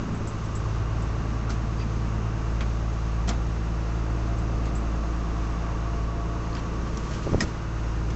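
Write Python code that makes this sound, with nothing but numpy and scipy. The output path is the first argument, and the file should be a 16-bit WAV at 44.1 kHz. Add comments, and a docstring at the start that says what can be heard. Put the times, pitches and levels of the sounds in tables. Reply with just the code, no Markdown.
"""Inside the cabin of a small passenger boat running along a quay, on one camera microphone.
Throughout, a six-cylinder diesel drones through the hull as tones locked to its cycle, over cycle-patterned
noise for rumble and clatter, a beating panel and a filtered hiss of water and air. Early come bumps on the
camera body; faint ticks fall now and then; a window slides, squeaks and knocks, as noise, gliding tones and
struck resonances. Near the end a hand rubs and bumps the camera, and the window shuts with a ringing clack."""
import sys
import numpy as np
from scipy import signal
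from scipy.fft import rfft, irfft, next_fast_len
from scipy.io import wavfile

SR = 44100
rng = np.random.default_rng(int(sys.argv[2]) if len(sys.argv) > 2 else 0)


def unload_audio(sound):
    """Save the sound as a 16-bit wav file, at the path given as the first command line argument."""
    columns = np.transpose(np.atleast_2d(sound))
    # keep every value between -1 and 1, then stretch to whole-number steps
    steps = np.round(np.clip(columns, -1, 1) * 32767)
    wavfile.write(sys.argv[1], SR, steps.astype(np.int16))


N = 359415
T = np.arange(N) / SR

# All levels stand ahead of the treble limit in record(); an "order" is a multiple of the engine cycle rate.
CYLINDERS = 6
HUM_ORDER = 34  # of the hull hum
TOP_HZ = 7700  # top of the microphone's band
# where in the cycle the panel's orders line up and where it is loosest (cycles); throb (dB), slip (rad)
PANEL_KICK, PANEL_LOOSEST, PANEL_THROB_DB, PANEL_SLIP_RAD = .53, .38, 5.5, .4
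# the hand rubbing the camera body: start (s), length (s), level at its height (dB rms)
RUB_AT_S, RUB_S, RUB_DB = 7.25, 0.27, -32.5

# engine speed: time_s, firing_rate_hz
FIRING_RATE = [(0.0, 54.66), (0.7, 54.93), (1.7, 55.33), (3.0, 55.7), (3.7, 55.8), (4.5, 55.65),
               (6.0, 55.6), (7.3, 55.78), (8.15, 55.8)]
# strength of each cylinder's puff, in firing order: strength_db
CYLINDER_STRENGTH = [-2, -3, -5, 3, -7, 3]
# firing tone, swelling as the microphone moves through the cabin's standing waves: time_s, relative_level_db
FIRING_SWELL = [(0, -38.5), (0.3, -40), (0.55, -35), (1.0, -32.5), (2.15, -32), (2.35, -34.5), (2.6, -29.5),
                (3.0, -32), (3.27, -28), (3.5, -31.5), (3.8, -30.5), (5.0, -29), (5.6, -31), (6.0, -30),
                (6.55, -34.5), (6.9, -33), (7.3, -37.5), (7.62, -37), (7.85, -30.5), (8.15, -32)]
# swell of the firing tone's octave: time_s, relative_level_db
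OCTAVE_SWELL = [(0, -2), (0.7, -1.5), (1.3, -2.5), (2.25, 2), (2.45, -1.5), (2.8, -0.5), (3.35, -2.5),
                (3.65, -3), (3.95, -2), (4.5, 0.5), (5.1, -7), (6.5, -2), (7.15, -5), (8.15, -1)]
# scatter of the firing overtones by the cabin: time_s, smear (0 crisp to 1 fully smeared)
OVERTONE_SMEAR = [(0, .3), (4.6, .35), (6, 1), (8.15, .9)]
# hull hum, before its flutter: time_s, level_db (rms)
HUM_LEVEL = [(0, -54), (1.3, -45.5), (3, -48), (4.7, -45), (5.4, -47.5), (6.2, -46.5), (7.3, -50),
             (8.15, -44)]
# lesser orders of the hull drone, some of them firing overtones, before they waver: order, level_db (rms)
LESSER_ORDERS = [(2, -47), (3, -47), (4, -51.5), (8, -47.5), (9, -49.5), (16, -46.5), (18, -42.5),
                 (23, -49), (24, -55), (30, -53.5), (36, -50), (38, -61), (48, -56.5), (50, -59.5),
                 (60, -62.5)]
# cabin whine, before its swell: order, level_db (rms)
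WHINE_ORDERS = [(74, -51), (137, -63.5)]
# swell of the cabin whine: time_s, relative_level_db
WHINE_SWELL = [(0, -12), (1.4, -6.5), (2.4, -5), (3.3, -6.5), (4.7, -0.5), (6.3, -0.5), (7.25, -8),
               (8.15, -10)]
# buzz of the loose panel, before swell and throb: order, level_db (rms)
PANEL_ORDERS = [(122, -62.5), (123, -55), (126, -58), (129, -64.5)]
# swell of the panel's buzz: time_s, relative_level_db
PANEL_SWELL = [(0, -9), (1.3, 0.5), (2.3, -4), (3.1, 2), (3.9, -4.5), (5.1, 1), (6.4, 3), (7.25, 0.5),
               (8.15, -11)]
# cabin resonances that come and go as the microphone moves:
# pitch_hz, width_hz, level as rows of (time_s, level_db (rms))
CABIN_RESONANCES = [(89, 72, [(0, -51), (0.75, -32), (1.3, -38.5), (2.4, -52), (3, -50), (4.4, -51),
                    (5.5, -67.5), (6.8, -46), (8.15, -65)]), (208, 85, [(0, -34), (0.23, -37), (0.4, -57),
                    (1, -41.5), (1.25, -39), (1.6, -42.5), (2.7, -47.5), (3.8, -56.5), (5, -50), (5.5, -58),
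                    (6.4, -62.5), (8.15, -58)]), (603, 260, [(0, -62), (2.2, -62), (2.7, -49), (3.6, -54.5),
                    (4.2, -50), (4.7, -48.5), (5.3, -53), (8.15, -66.5)]), (1083, 240, [(0, -51),
                    (0.5, -47), (1.5, -55), (2.3, -56), (4, -62), (5.2, -48), (7, -51), (8.15, -66)])]
# colour of the hull rumble: frequency_hz, relative_level_db
RUMBLE_COLOUR = [(9, -8), (28, -4.5), (45, 1), (75, 0.5), (130, 0.5), (200, -2), (280, -7), (420, -8),
                 (600, -16.5), (1000, -40)]
# hull rumble, before its sway: time_s, level_db (rms)
RUMBLE_LEVEL = [(0, -32.5), (0.35, -36), (1.9, -36.5), (2.8, -38), (4.3, -34), (5.6, -36.5), (7.1, -34),
                (7.65, -40), (8.15, -34.5)]
# colour of the engine clatter: frequency_hz, relative_level_db
CLATTER_COLOUR = [(200, -15.5), (400, -3), (560, 0), (680, -0.5), (800, -1), (950, 1), (1060, -0.5),
                  (1160, 1), (1280, -0.5), (1450, -3.5), (1700, -8), (2300, -13.5), (2800, -10),
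                  (3300, -27)]
# colour of the water and air: frequency_hz, relative_level_db
WASH_COLOUR = [(300, -1.5), (1500, 8), (2800, 1), (3500, 2.5), (4500, 1), (6600, 3), (7100, -5), (8000, -4)]
# bumps on the camera body: start_s, peak_db, push_ms
BUMPS = [(0.027, -27, 2.6), (0.172, -35, 1.8), (0.207, -19.5, 3.7), (7.261, -19, 5.5), (7.268, -17.5, 1.2),
         (7.2753, -17, 1.1), (7.292, -20, 2.8), (7.319, -19, 2.6), (7.3281, -11.5, 5.3), (7.336, -17, 0.69),
         (7.3453, -7.5, 1.22), (7.352, -15, 6.7), (7.381, -15.5, 3.74), (7.418, -23, 7.2),
         (7.435, -19, 2.6), (7.445, -20, 4.8)]
# ringing of the camera body: pitch_hz, relative_level_db, t60_s
BODY_MODES = [(81.4, -6, 0.028), (168, -11, 0.067), (373, 9, 0.013), (527, -3.5, 0.026), (780, -4, 0.021),
              (1050, -11, 0.016)]
# colour of the hand rub: frequency_hz, relative_level_db
RUB_COLOUR = [(30, -1), (110, -6), (250, 2), (450, -19), (800, -21)]
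# faint high ticks: start_s, level_db
TICKS = [(0.145, -45), (0.272, -33.5), (0.445, -46), (0.5516, -36), (1.022, -42), (4.383, -42),
         (4.752, -37)]
# sash resonances: pitch_hz, width_hz, relative_level_db
SASH_MODES = [(1380, 330, 8), (1950, 680, 3.5), (2400, 470, -3.5), (3140, 580, 2), (4130, 850, -0.5),
              (4700, 570, -9.5), (5320, 960, 2), (6070, 430, -6.5)]
# sliding strokes: start_s, length_s, low_scrape_db, bright_scrape_db
SLIDES = [(1.48, 0.084, -52, -50), (1.492, 0.012, -48, -44), (1.775, 0.08, -51, -57),
          (3.272, 0.02, -45, -39), (6.52, 0.094, -50, -53), (6.657, 0.96, -49, -51.5),
          (7.09, 0.041, -56, -54), (7.396, 0.05, -41, -39.5)]
# squeaks where the sash sticks: start_s, length_s, pitch_hz, glide_hz_per_s, level_db (rms at its height)
SQUEAKS = [(1.491, 0.017, 1385, 6000, -37.5), (1.776, 0.069, 4750, -400, -51),
           (1.796, 0.05, 2550, -1500, -49), (3.294, 0.0037, 3250, -9000, -31),
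           (6.528, 0.0059, 4550, -9000, -45), (6.549, 0.011, 5100, -42000, -44),
           (6.566, 0.007, 3270, -9000, -45), (6.58, 0.01, 4320, -9000, -49),
           (6.969, 0.013, 5900, -12000, -44)]
# the sash knocks in its track: start_s, clack_db, bright_tick_db, frame_thud_db, chatter_db (against the blow)
KNOCKS = [(1.504, -45, -41, -34.5, -20), (1.796, -49, -58, -42, -15), (2.6075, -34, -49, -39.5, -15),
          (2.624, -42, -62, -50, -17), (3.281, -41, -48, -30, -19), (3.2912, -36, -32, -32, -22),
          (3.299, -47, -42, -33, -21), (4.6548, -55, -49, -37, -15), (6.552, -46, -50, -55, -27),
          (6.569, -42, -54, -53, -20), (6.574, -51, -59, -55, -22), (6.593, -47, -55, -53, -17),
          (6.9736, -48, -42.5, -50, -22), (7.1095, -56, -49, -36, -13), (7.408, -45, -52, -30, -20),
          (8.1034, -47, -48, -52, -15)]
# frame resonances: pitch_hz, width_hz, relative_level_db
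FRAME_MODES = [(210, 83, 20), (430, 120, 3.5), (650, 60, 4), (1250, 360, -10)]
# the latch strikes and rebounds: start_s, level_db, upper_resonances_db (added above 4 kHz)
LATCH_HITS = [(7.4064, -24.5, 4.5), (7.409, -30.5, -20)]
# latch resonances: pitch_hz, width_hz, relative_level_db
LATCH_MODES = [(480, 250, -12), (1000, 200, -11), (1880, 135, 12), (2220, 160, -5), (3060, 400, -9),
               (4000, 500, -11), (5090, 190, 3), (6230, 500, -7), (7200, 500, -14)]


def undb(db):
    """Decibels to gain."""
    return 10 ** (np.asarray(db) / 20)


def unit(x):
    """Scale to rms 1."""
    return x / np.sqrt(np.mean(x ** 2))


def curve(table):
    """A timed table as one value a sample."""
    return np.interp(T, *np.transpose(table))


def walk(rate):
    """Smooth random drift with a spread near 1, turning about as often as the rate in Hz."""
    knots = rng.standard_normal(400)
    return np.interp(T * rate, np.arange(3200) / 8, signal.resample(knots, 3200))


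def colour(x, points):
    """Shape a sound with a smooth (Hz, dB) spectrum that falls away beyond its ends, at rms 1."""
    hz, db = np.transpose(points)
    size = next_fast_len(N)
    f = np.maximum(np.fft.rfftfreq(size, 1 / SR), 1)
    skirt = np.minimum(f / hz[0], 1) ** 2 * np.minimum(hz[-1] / f, 1) ** 3
    gain = skirt * undb(np.interp(np.log(f), np.log(hz), db))
    return unit(irfft(rfft(x, size) * gain, size)[:N])


def ring(force, modes):
    """Pass a force through a set of resonances side by side."""
    out = 0
    for hz, width, db in modes:
        b, a = signal.iirpeak(hz, hz / width, fs=SR)
        out = out + undb(db) * signal.lfilter(b, a, force)
    return out


def stroke(at, length):
    """A movement that swells and fades."""
    return np.sin(np.pi * np.clip((T - at) / length, 0, 1))


def burst(t60):
    """A contact that chatters and dies away."""
    age = T[:SR // 4]
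    return rng.standard_normal(len(age)) * undb(-60 * age / t60)


def contact(chatter_db, t60):
    """A sharp blow followed by fine chatter."""
    force = undb(chatter_db) * burst(t60)
    force[0] += 1
    return force


def struck(x):
    """Scale a blow to rms 1 over its first hundredth of a second."""
    return x / np.sqrt(np.mean(x[:SR // 100] ** 2))


def add(out, at, x):
    """Mix a short sound in at a time."""
    i = int(at * SR)
    out[i:i + len(x)] += x[:N - i]


def tone(cycle, order, db):
    """One engine order; firing-rate multiples peak roughly together early, a clear thump, and scatter later."""
    spread = 1 if order % CYLINDERS else curve(OVERTONE_SMEAR)
    offset = (rng.random() - .5) * spread
    return np.sqrt(2) * undb(db) * np.cos(2 * np.pi * (order * cycle + offset))


def flutter():
    """Quick unsteadiness of a cabin tone, in dB."""
    return 2.5 * walk(16)


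def drone(cycle, waver_db=1.5, waver_rate=1.27, firing_db=3, octave_db=-32.0):
    """Firing tone, its octave, a hull hum, lesser engine orders (some of them firing overtones) and a whine."""
    out = tone(cycle, CYLINDERS, firing_db + curve(FIRING_SWELL))
    out = out + tone(cycle, 2 * CYLINDERS, octave_db + curve(OCTAVE_SWELL))
    out = out + tone(cycle, HUM_ORDER, curve(HUM_LEVEL) + flutter() / 2)
    whine_swell = curve(WHINE_SWELL) + flutter()
    for orders, swell in ((LESSER_ORDERS, 0), (WHINE_ORDERS, whine_swell)):
        for order, db in orders:
            out = out + tone(cycle, round(order), db + swell + waver_db * walk(waver_rate))
    return out


def panel(cycle, uneven_db=0.1):
    """A loose panel shaken every engine cycle: close orders slip and beat into fluttering beads, then calm."""
    since_kick = cycle - PANEL_KICK
    buzz = np.zeros(N)
    for order, db in PANEL_ORDERS:
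        phase = 2 * np.pi * round(order) * since_kick + PANEL_SLIP_RAD * walk(20)
        buzz += undb(db) * np.sqrt(2) * np.sin(phase)
    throb = PANEL_THROB_DB * np.cos(2 * np.pi * (cycle - PANEL_LOOSEST))
    return buzz * undb(curve(PANEL_SWELL) + throb + uneven_db * walk(18))


def machinery(cycle, repeat, depth, fade, drift_rate=0.891):
    """Noise that partly repeats with each engine cycle, one puff a firing, each cylinder at its own strength."""
    size = 4800  # steps in one cycle's pattern
    step = (cycle % 1 * size).astype(int)
    # the repeating pattern changes as the listening place shifts
    weights = np.array([walk(drift_rate) for _ in range(4)])
    patterns = rng.standard_normal((len(weights), size))[:, step]
    pattern = np.sum(weights * patterns, axis=0) / np.linalg.norm(weights, axis=0)
    noise = np.sqrt(repeat) * pattern + np.sqrt(1 - repeat) * rng.standard_normal(N)
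    firing = cycle * CYLINDERS
    strength = undb(CYLINDER_STRENGTH)[firing.astype(int) % CYLINDERS]
    puff = np.exp(-(firing % 1) / fade)  # fade in firing periods
    return noise * (1 + depth * strength * puff)


def cabin(cycle):
    """The engine's puffs ring the cabin's resonances, each louder in some places than in others."""
    puffs = machinery(cycle, repeat=.7, depth=.4, fade=.3)
    out = np.zeros(N)
    for hz, width, level in CABIN_RESONANCES:
        mode = [(hz, width, 0)]
        out += undb(curve(level)) * unit(ring(ring(puffs, mode), mode))  # twice, for steeper sides
    return out


def engine(clatter_db=-42, clatter_sway_db=0.5, rumble_sway_db=0.7):
    """The diesel as hull and cabin panels pass it on: a fused rumble below, a crisper, even clatter above."""
    cycle = np.cumsum(curve(FIRING_RATE)) / CYLINDERS / SR  # engine cycles so far
    rumble = colour(machinery(cycle, repeat=.35, depth=.35, fade=.35), RUMBLE_COLOUR)
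    rumble = rumble * undb(curve(RUMBLE_LEVEL) + rumble_sway_db * walk(3.55))
    clatter = colour(machinery(cycle, repeat=.6, depth=.3, fade=.3), CLATTER_COLOUR)
    clatter = clatter * undb(clatter_db + clatter_sway_db * walk(3))
    return drone(cycle) + panel(cycle) + cabin(cycle) + rumble + clatter


def wash(level_db=-50, flicker_db=0.6):
    """Even hiss of water and air along the hull."""
    hiss = colour(rng.standard_normal(N), WASH_COLOUR)
    return undb(level_db + flicker_db * walk(8.2)) * hiss


def handling():
    """A hand rubs and bumps the camera body; the longer the push, the duller the bump."""
    rub = colour(rng.standard_normal(N), RUB_COLOUR)
    out = undb(RUB_DB) * stroke(RUB_AT_S, RUB_S) * rub
    age = T[:SR // 4]
    body = sum(undb(db - 60 * age / t60) * np.cos(2 * np.pi * hz * age) for hz, db, t60 in BODY_MODES)
    for at, peak_db, push_ms in BUMPS:
        push = stroke(0, push_ms / 1000)[:len(age)]
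        bump = signal.fftconvolve(body, push)
        add(out, at, undb(peak_db) * bump / np.abs(bump).max())
    return out


def ticks(t60=0.11):
    """Faint, thin ticks at the top of the treble, each a dying burst through one narrow resonance."""
    out = np.zeros(N)
    for at, db in TICKS:
        add(out, at, undb(db) * struck(ring(burst(t60), [(8050, 140, 0)])))
    return out


def split(x, split_hz=3700):
    """The low and the bright part of a sound of the sash."""
    low = signal.butter(5, split_hz, "low", fs=SR, output="sos")
    bright = signal.butter(5, split_hz, "high", fs=SR, output="sos")
    return signal.sosfilt(low, x), signal.sosfilt(bright, x)


def sliding(grit_db=2, squeak_waver_hz=130):
    """Uneven friction excites the sash; where it sticks, it squeaks on a wavering, gliding pitch."""
    out = np.zeros(N)
    friction = rng.standard_normal(N) * undb(grit_db * walk(45))
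    low, bright = map(unit, split(ring(friction, SASH_MODES)))
    for at, length, low_db, bright_db in SLIDES:
        out += (undb(low_db) * low + undb(bright_db) * bright) * stroke(at, length)
    age = T[:SR // 4]
    for at, length, hz, glide, db in SQUEAKS:
        pitch = hz + glide * age + squeak_waver_hz * walk(600)[:len(age)]
        squeak = np.sqrt(2) * np.sin(2 * np.pi * np.cumsum(pitch) / SR)
        add(out, at, undb(db) * squeak * stroke(0, length)[:len(age)])
    return out


def knocks(chatter_t60=0.065, frame_t60=0.26):
    """The sash rattles in its track and knocks against the frame: blows ring the resonances of both."""
    out = np.zeros(N)
    for at, clack_db, tick_db, thud_db, chatter_db in KNOCKS:
        clack, tick = split(ring(contact(chatter_db, chatter_t60), SASH_MODES))
        thud = ring(burst(frame_t60), FRAME_MODES)
        add(out, at, undb(clack_db) * struck(clack) + undb(tick_db) * struck(tick))
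        add(out, at, undb(thud_db) * struck(thud))
    return out


def latch(chatter_db=-22, chatter_t60=0.068):
    """A hard contact rings the latch; the rebound is softer and duller."""
    out = np.zeros(N)
    for at, db, upper_db in LATCH_HITS:
        modes = [(hz, width, gain + upper_db * (hz > 4000)) for hz, width, gain in LATCH_MODES]
        add(out, at, undb(db) * struck(ring(contact(chatter_db, chatter_t60), modes)))
    return out


def window():
    """The sash slides and squeaks, knocks in its track, and latches shut."""
    return sliding() + knocks() + latch()


def scene():
    """Engine, water, hand, ticks and window, at one microphone."""
    return (engine() + wash() + handling() + ticks() + window())[None]


def record(dry):
    """The small camera's narrow band: a steep low-pass takes off the top of the treble."""
    return signal.sosfilt(signal.ellip(10, .2, 80, TOP_HZ, fs=SR, output="sos"), dry)


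dry = scene()
out = record(dry)
unload_audio(out)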